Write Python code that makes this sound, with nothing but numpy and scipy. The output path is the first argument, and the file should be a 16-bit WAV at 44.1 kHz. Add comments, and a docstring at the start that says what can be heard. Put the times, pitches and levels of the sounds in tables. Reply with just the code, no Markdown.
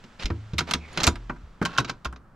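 """Outdoors and close by, a plywood box lid drops shut on the back of a parked car, and the box booms.
Next a hand swings the steel hasp (a hinged latch plate) over and slaps it onto its staple (a fixed loop).
Last, a padlock knocks on the box, and its curved bar, the shackle, is hooked through the staple.
All along, each contact clacks in the steel and knocks the hollow box; hinges and shackle scrape in
between. The car's open boot adds a short echo, and quiet open air lies behind it all."""
import sys
import numpy as np
from scipy import signal
from scipy.fft import rfft, irfft, next_fast_len
from scipy.io import wavfile
from scipy.ndimage import map_coordinates

SR = 44100
rng = np.random.default_rng(int(sys.argv[2]) if len(sys.argv) > 2 else 0)


def to_wav(sig):
    """Store sig (one row per channel, or 1-D mono) as 16-bit WAV at the path in sys.argv[1].

    Samples outside -1..1 are clipped; the rate is SR.
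    """
    pcm = np.clip(np.atleast_2d(sig), -1, 1) * 32767
    pcm = np.round(pcm).astype(np.int16)
    wavfile.write(sys.argv[1], SR, pcm.T)  # frames by channels


N = 103635
T = np.arange(N) / SR  # seconds since the scene began
HIT_T = np.arange(16384) / SR  # seconds since one hit began

# A "colour" says how strong a noise is at each pitch. A fade_s is the time to die away by 60 dB.
# Colours of the open air and of its faint hiss: pitch_hz, level_db
AIR_COLOUR = [(20, -0.5), (60, -7), (95, -10.5), (170, -6.5), (300, -18.5), (650, -22.5), (1300, -19),
              (2600, -40), (16000, -58)]
HISS_COLOUR = [(1500, 6.5), (3000, 3), (7500, -8.5), (12000, -33), (16000, -28.5)]
# How loud the hiss is as time passes: time_s, level_db
HISS_LEVELS = [(0, -58), (1.1, -57), (1.55, -64.5), (2.0, -67), (2.35, -95)]
# How long the open boot echoes: pitch_hz, fade_s
BOOT_ECHO = [(100, 0.41), (1500, 0.17), (12000, .12)]
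# How alike a noise is in the two ears: pitch_hz, likeness (1 means the same)
EAR_LIKENESS = [(60, 1), (1200, 0.77), (13000, .8)]
# How much louder the left side is than the right: pitch_hz, left_minus_right_db
EAR_BALANCE = [(60, 0), (1000, -.6), (5000, -2.6), (12000, -3)]

# The whole box heaves and booms: start_s, pitch_hz, level_db, rise_s, fade_s
BOX_THUMPS = [(0.244, 43.6, -10.5, 0.0078, 0.1), (.304, 335, -27.5, 0.0016, 0.15),
              (0.305, 79.5, -21.5, 0.0028, 0.28), (.31, 106.6, -29, 0.0046, 0.83),
              (0.534, 125, -10.5, 0.00185, 0.03), (.548, 79, -25.5, .004, 0.41),
              (0.743, 74, -28.5, 0.0084, 0.44), (1.075, 76.3, -11.5, 0.003, 0.14),
              (1.084, 114.6, -35.5, .01, 0.83), (1.102, 43.3, -27.5, 0.077, 1.1),
              (1.434, 75.5, -32, 0.0026, .12), (2.063, 62.3, -26.5, 0.0019, 0.32)]
# Hinges and shackle slide: start_s, length_s, level_db, swell_db, treble_db
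SCRAPE_STROKES = [(0.186, 0.067, -50.5, 9.5, 8), (0.667, 0.05, -36, 2.5, -5),
                  (0.804, 0.18, -58, 15.5, -3.5), (0.978, 0.12, -34.5, 7.5, -8.5),
                  (1.656, 0.17, -49.5, 6.5, -1.5), (1.871, 0.029, -46, 7, 3)]
# Colours of the dull and the bright part of a scrape: pitch_hz, level_db
DULL_RUB_COLOUR = [(150, -3.5), (1300, -7.5), (2200, -12), (4000, -45.5)]
BRIGHT_RUB_COLOUR = [(1200, 3.5), (2300, 5.5), (4200, 3.5), (7000, -8.5), (15000, -44)]

# Colours of a hit, low to high (box knock, panel clack, steel clash, steel sizzle): pitch_hz, level_db
KNOCK_COLOUR = [(70, -10), (140, 3.5), (190, -1), (330, -4.5), (450, -9.5), (600, -19.5), (1200, -58)]
CLACK_COLOUR = [(300, -50), (560, -8.5), (750, -1.5), (1000, -4), (1380, 3), (1800, -8), (2400, -12),
                (4000, -56.5)]
CLASH_COLOUR = [(1200, -23), (2200, 3.5), (3000, 1.5), (4000, 1.5), (5300, -1.5), (6700, -5.5), (7800, -18),
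                (11000, -67)]
SIZZLE_COLOUR = [(5000, -1.5), (7500, 5), (9500, 0), (10700, -4), (12400, -4.5), (14000, -15), (16000, -36)]
# The tones each part rings with when it is struck: pitch_hz, level_db, fade_s
BOX_TONES = [(169.2, 3, 0.22), (228.6, -4.5, 0.37), (252, -2.5, .25), (280, -5, 0.3), (340.2, 0, .2),
             (445, -8, 0.24), (592.3, -8.5, 0.22)]
PANEL_TONES = [(971.6, 2, 0.12), (1215, 1.5, 0.054), (1310, -7.5, 0.056), (1564, 6.5, 0.063)]
PADLOCK_TONES = [(1077, -3, 0.081), (1375, 1.5, 0.033), (1549, 8, 0.012), (2650, -10.5, 0.054),
                 (3060, 4.5, 0.0087)]
SHACKLE_TONES = [(3865, 0, 0.09), (4990, -12, 0.067)]
HASP_TONES = [(2137, -9, 0.08), (2447, -8, 0.053), (2717, -4.5, 0.04), (3182, -2.5, 0.027),
              (3686, -6, 0.045), (4070, 0, 0.041), (4970, -3, 0.028), (5360, -6.5, 0.034)]
LOOSE_LOOP_TONES = [(6830, 0, 0.065), (8880, -12, 0.07), (9880, -18, 0.06), (11140, -22, 0.085)]

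# The next two tables set how strong each part of a hit is; contact() then shifts those levels.
# The lid and the hasp hit: start_s, clack_db, knock_db, clash_db, sizzle_db, clash_tilt_db_per_octave
LID_AND_HASP_HITS = [(.039, -46.5, -42.5, -44, -67, -1), (.195, -41, -44.5, -35.5, -76, -23),
                     (0.256, -35, -31.5, -24, -47.5, -1.5), (0.302, -24, -25, -39.5, -71, -5.5),
                     (.534, -38, -31.5, -40.5, -66.5, 0), (.582, -27, -31.5, -17, -32.5, -2.5),
                     (0.588, -18, -30, -16.5, -35.5, 3), (.606, -20.5, -30.5, -28, -44.5, -2),
                     (.710, -17.5, -32.5, -21.5, -36, 0), (.736, -20, -37, -15, -32.5, 0),
                     (.743, -21.5, -27.5, -32.5, -57.5, -12), (.974, -19, -27, -18, -40, -4),
                     (1.002, -26, -35.5, -21.5, -44.5, 3), (1.033, -21.5, -30, -18, -30.5, 10.5),
                     (1.039, -18.5, -37.5, -15.5, -35, 9), (1.068, -20.5, -24.5, -14.5, -24, 2),
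                     (1.074, -11, -19.5, -14, -26.5, 4.5), (1.156, -32.5, -41.5, -37.5, -55, -8.5)]
# The padlock hits: start_s, clack_db, knock_db, clash_db, sizzle_db, ring_db
PADLOCK_HITS = [(1.296, -18, -29, -43.5, -81, -33.5), (1.361, -40.5, -53, -65, -76, -59.5),
                (1.615, -19.5, -19.5, -42, -58, -34), (1.624, -20.5, -27.5, -32.5, -48.5, -45),
                (1.651, -28, -36, -24.5, -37.5, -25.5), (1.656, -18, -40, -24.5, -43, -23.5),
                (1.777, -30, -42.5, -21, -44, -52), (1.783, -15, -24, -15.5, -36, -12.5),
                (1.801, -23.5, -25.5, -32.5, -44, -38), (1.846, -27.5, -35, -31, -59, -43.5),
                (1.895, -21.5, -31.5, -25, -46.5, -27.5), (2.047, -34, -39.5, -28, -44.5, -46),
                (2.053, -21.5, -36.5, -32, -50.5, -23.5), (2.126, -37, -43, -51, -59, -46.5),
                (2.16, -40, -48, -47, -89, -47.5)]
# The hasp's loose loop swings free and jingles: start_s, level_db, tilt_db_per_octave
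LOOP_JINGLES = [(.929, -51, 18), (1.075, -23, -1)]
# The shackle springs free of the staple and rings: start_s, level_db
SHACKLE_RINGS = [(1.784, -24), (1.847, -41)]


def amp(db):
    """Turn decibels into a number to multiply a sound by."""
    return 10 ** (np.asarray(db) / 20)


def unit(sound):
    """Scale a sound so that its average strength (rms) is 1."""
    return sound / np.sqrt(np.mean(sound ** 2) + 1e-20)


def at_pitch(table, hz):
    """Read between the rows of a (pitch_hz, value) table, on a log pitch scale."""
    pitches, values = np.transpose(table)
    return np.interp(np.log(hz + 1), np.log(pitches + 1), values)


def add(out, start_s, sound):
    """Mix a sound into out, beginning at start_s."""
    first = max(0, round(start_s * SR))
    out[..., first:first + sound.shape[-1]] += sound[..., :N - first]


def noise(colour, size=2 ** 17):
    """Stereo noise of a given colour, nearly alike in both ears."""
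    hz = np.fft.rfftfreq(size, 1 / SR)
    spread = np.arccos(np.clip(at_pitch(EAR_LIKENESS, hz), -1, 1)) / 2
    phases = np.exp(2j * np.pi * rng.random((2, len(hz))))
    mid, side = irfft(phases * amp(at_pitch(colour, hz)) * [np.cos(spread), np.sin(spread)], size)
    return unit(np.array([mid + side, mid - side]))


def wobble(t, per_s):
    """A random curve that heads for a new value per_s times a second."""
    return map_coordinates(rng.standard_normal(size=8192), [t * per_s], order=1)


def flicker(t, per_s, depth_db):
    """A loudness that jumps quickly up and down at random."""
    return unit(amp(depth_db * wobble(t, per_s)))


def envelope(t, rise_s, fade_s):
    """A loudness that rises, then dies away."""
    return (1 - np.exp(-t / rise_s)) * np.exp(-np.log(1000) * t / fade_s)


def burst(colour, rise_s, fade_s):
    """Many close tones struck at once blur into a short noise."""
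    return noise(colour, size=len(HIT_T)) * envelope(HIT_T, rise_s, fade_s)


def ring(tones, scatter_db=1, rise_s=0.00091):
    """A struck part rings with its own tones, a little differently at each hit."""
    out = np.zeros(len(HIT_T))
    for hz, db, fade_s in tones:
        strength = amp(db + scatter_db * rng.normal())
        wave = np.sin(2 * np.pi * (hz * HIT_T + rng.random()))
        out += strength * wave * envelope(HIT_T, rise_s, fade_s)
    return out


def open_air(air_db):
    """Quiet outdoor air, with a faint hiss that dies away."""
    hiss = amp(np.interp(T, *np.transpose(HISS_LEVELS))) * noise(HISS_COLOUR)[:, :N]
    return amp(air_db) * noise(AIR_COLOUR)[:, :N] + hiss


def boot_echo(sound):
    """The car's open boot gives a short echo whose high pitches die first."""
    hz, t, spectrum = signal.stft(rng.standard_normal((2, SR // 2)), SR, nperseg=256)
    dying = envelope(t, rise_s=0.025, fade_s=at_pitch(BOOT_ECHO, hz)[:, None])
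    tail = signal.istft(spectrum * dying, SR, nperseg=256)[1]
    mid, side = signal.fftconvolve(sound, tail / np.linalg.norm(tail[0]), axes=1)[:, :N]
    return mid + amp(-9.5) * np.array([side, -side])


def box_thumps():
    """The lid pushes on the box and the box on its mount, making low booms."""
    out = np.zeros(N)
    for start_s, hz, db, rise_s, fade_s in BOX_THUMPS:
        add(out, start_s, amp(db) * np.sin(2 * np.pi * hz * T) * envelope(T, rise_s, fade_s))
    return out


def scrapes(roughness_db, edge_s):
    """Sliding steel catches in many tiny jerks, so its rubbing sounds grainy."""
    dull, bright = np.zeros(N), np.zeros(N)
    for start_s, length_s, db, swell_db, treble_db in SCRAPE_STROKES:
        soft_edges = np.clip(np.minimum(T - start_s, start_s + length_s - T) / edge_s, 0, 1)
        progress = np.clip((T - start_s) / length_s, 0, 1)
        stroke = soft_edges * amp(db + swell_db * progress)
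        dull += stroke
        bright += stroke * amp(treble_db)
    rub = dull * noise(DULL_RUB_COLOUR)[:, :N] + bright * noise(BRIGHT_RUB_COLOUR)[:, :N]
    return rub * flicker(T, per_s=830, depth_db=roughness_db)


def hinge_rasp(start_s, length_s, first_hz, last_hz, level_db, width_hz):
    """The hasp rasps on its pin: a narrow band of noise whose pitch slides as it turns."""
    turned = np.clip((T - start_s) / length_s, 0, 1)
    phase = 2 * np.pi * np.cumsum(first_hz + (last_hz - first_hz) * turned) / SR
    rasp = wobble(T, width_hz) * np.sin(phase) + wobble(T, width_hz) * np.cos(phase)
    return amp(level_db) * unit(rasp) * np.sin(np.pi * turned)


def shackle_drag(start_s, length_s, level_db, scatter_db):
    """The shackle catches at random as it drags through the staple; each catch rings the padlock."""
    push, size = rng.standard_normal((2, len(HIT_T)))
    catches = push * amp(scatter_db * size) * (HIT_T < length_s)
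    ringing = signal.fftconvolve(catches, ring(PADLOCK_TONES))
    strength = np.sqrt(np.sum(ringing ** 2) / (length_s * SR))
    out = np.zeros(N)
    add(out, start_s, amp(level_db) * ringing / strength)
    return out


def jingle(tones):
    """Loose parts touch as they ring, so their tone flutters."""
    return ring(tones) * flicker(HIT_T, per_s=350, depth_db=3.5)


def contact(clack_db, knock_db, clash_db, sizzle_db, fade_s, tilt_db_per_octave=0):
    """Steel hits plywood: the steel clashes and sizzles, the panel clacks and the hollow box knocks."""
    steel_colour = [(hz, db + tilt_db_per_octave * np.log2(hz)) for hz, db in CLASH_COLOUR]
    clash = amp(clash_db - 3) * burst(steel_colour, rise_s=0.00065, fade_s=fade_s)
    sizzle = amp(sizzle_db + 3) * burst(SIZZLE_COLOUR, rise_s=0.0002, fade_s=0.75 * fade_s)
    knock = amp(knock_db) * burst(KNOCK_COLOUR, rise_s=0.0024, fade_s=2.16 * fade_s)
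    clack = amp(clack_db - 4) * burst(CLACK_COLOUR, rise_s=0.0011, fade_s=fade_s)
    chatter = flicker(HIT_T, per_s=1400, depth_db=3)  # loose steel rattles within one hit
    box_ring = amp(knock_db - 12) * ring(BOX_TONES, scatter_db=4.5, rise_s=0.00079)
    panel_ring = amp(clack_db - 18) * ring(PANEL_TONES, rise_s=0.002)
    return (clash + sizzle) * chatter + knock + clack + box_ring + panel_ring


def padlock(fade_s):
    """The lock knocks on the front of the box and its shackle clanks in the staple."""
    out = np.zeros((2, N))
    for start_s, clack_db, knock_db, clash_db, sizzle_db, ring_db in PADLOCK_HITS:
        hit = contact(clack_db, knock_db, clash_db, sizzle_db, fade_s)
        add(out, start_s, hit + amp(ring_db) * ring(PADLOCK_TONES))
    for start_s, level_db in SHACKLE_RINGS:
        add(out, start_s, amp(level_db) * jingle(SHACKLE_TONES))
    return out


def lid_and_hasp(fade_s):
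    """The lid lands and the hasp swings over; its plate rings at each hit and its loose loop jingles."""
    out = np.zeros((2, N))
    for start_s, clack_db, knock_db, clash_db, sizzle_db, tilt in LID_AND_HASP_HITS:
        plate = amp(clash_db - 7.5) * ring(HASP_TONES, scatter_db=2.5, rise_s=0.00043)
        add(out, start_s, contact(clack_db, knock_db, clash_db, sizzle_db, fade_s, tilt) + plate)
    lowest_hz = LOOSE_LOOP_TONES[0][0]
    for start_s, level_db, tilt in LOOP_JINGLES:  # a tilt above zero sounds brighter
        tones = [(hz, db + tilt * np.log2(hz / lowest_hz), ring_s) for hz, db, ring_s in LOOSE_LOOP_TONES]
        add(out, start_s, amp(level_db) * jingle(tones))
    return out


def scene():
    """Mix the box and its steel parts with their echo and the open air."""
    hinge = hinge_rasp(start_s=0.79, length_s=0.12, first_hz=2550, last_hz=2000,
                       level_db=-50, width_hz=520)
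    drag = shackle_drag(start_s=1.675, length_s=0.1, level_db=-42, scatter_db=12)
    hits = lid_and_hasp(fade_s=0.058) + padlock(fade_s=0.061)
    near = hits + scrapes(roughness_db=3.5, edge_s=0.016) + hinge + drag
    return near + amp(-24) * boot_echo(near) + box_thumps() + open_air(air_db=-52.5)


def record(dry):
    """The box is a little to the right of the microphones, which miss the very highest pitches."""
    left_lag_s, top_hz = 0.000018, 16300
    size = next_fast_len(N + SR // 2)
    hz = np.fft.rfftfreq(size, 1 / SR)
    ears = np.array([[0.5], [-0.5]])  # left, right
    balance = amp(ears * at_pitch(EAR_BALANCE, hz))
    delay = np.exp(-2j * np.pi * hz * ears * left_lag_s)
    return irfft(rfft(dry, size) * balance * delay * (hz < top_hz), size)[:, :N]


dry = scene()
out = record(dry)
to_wav(out)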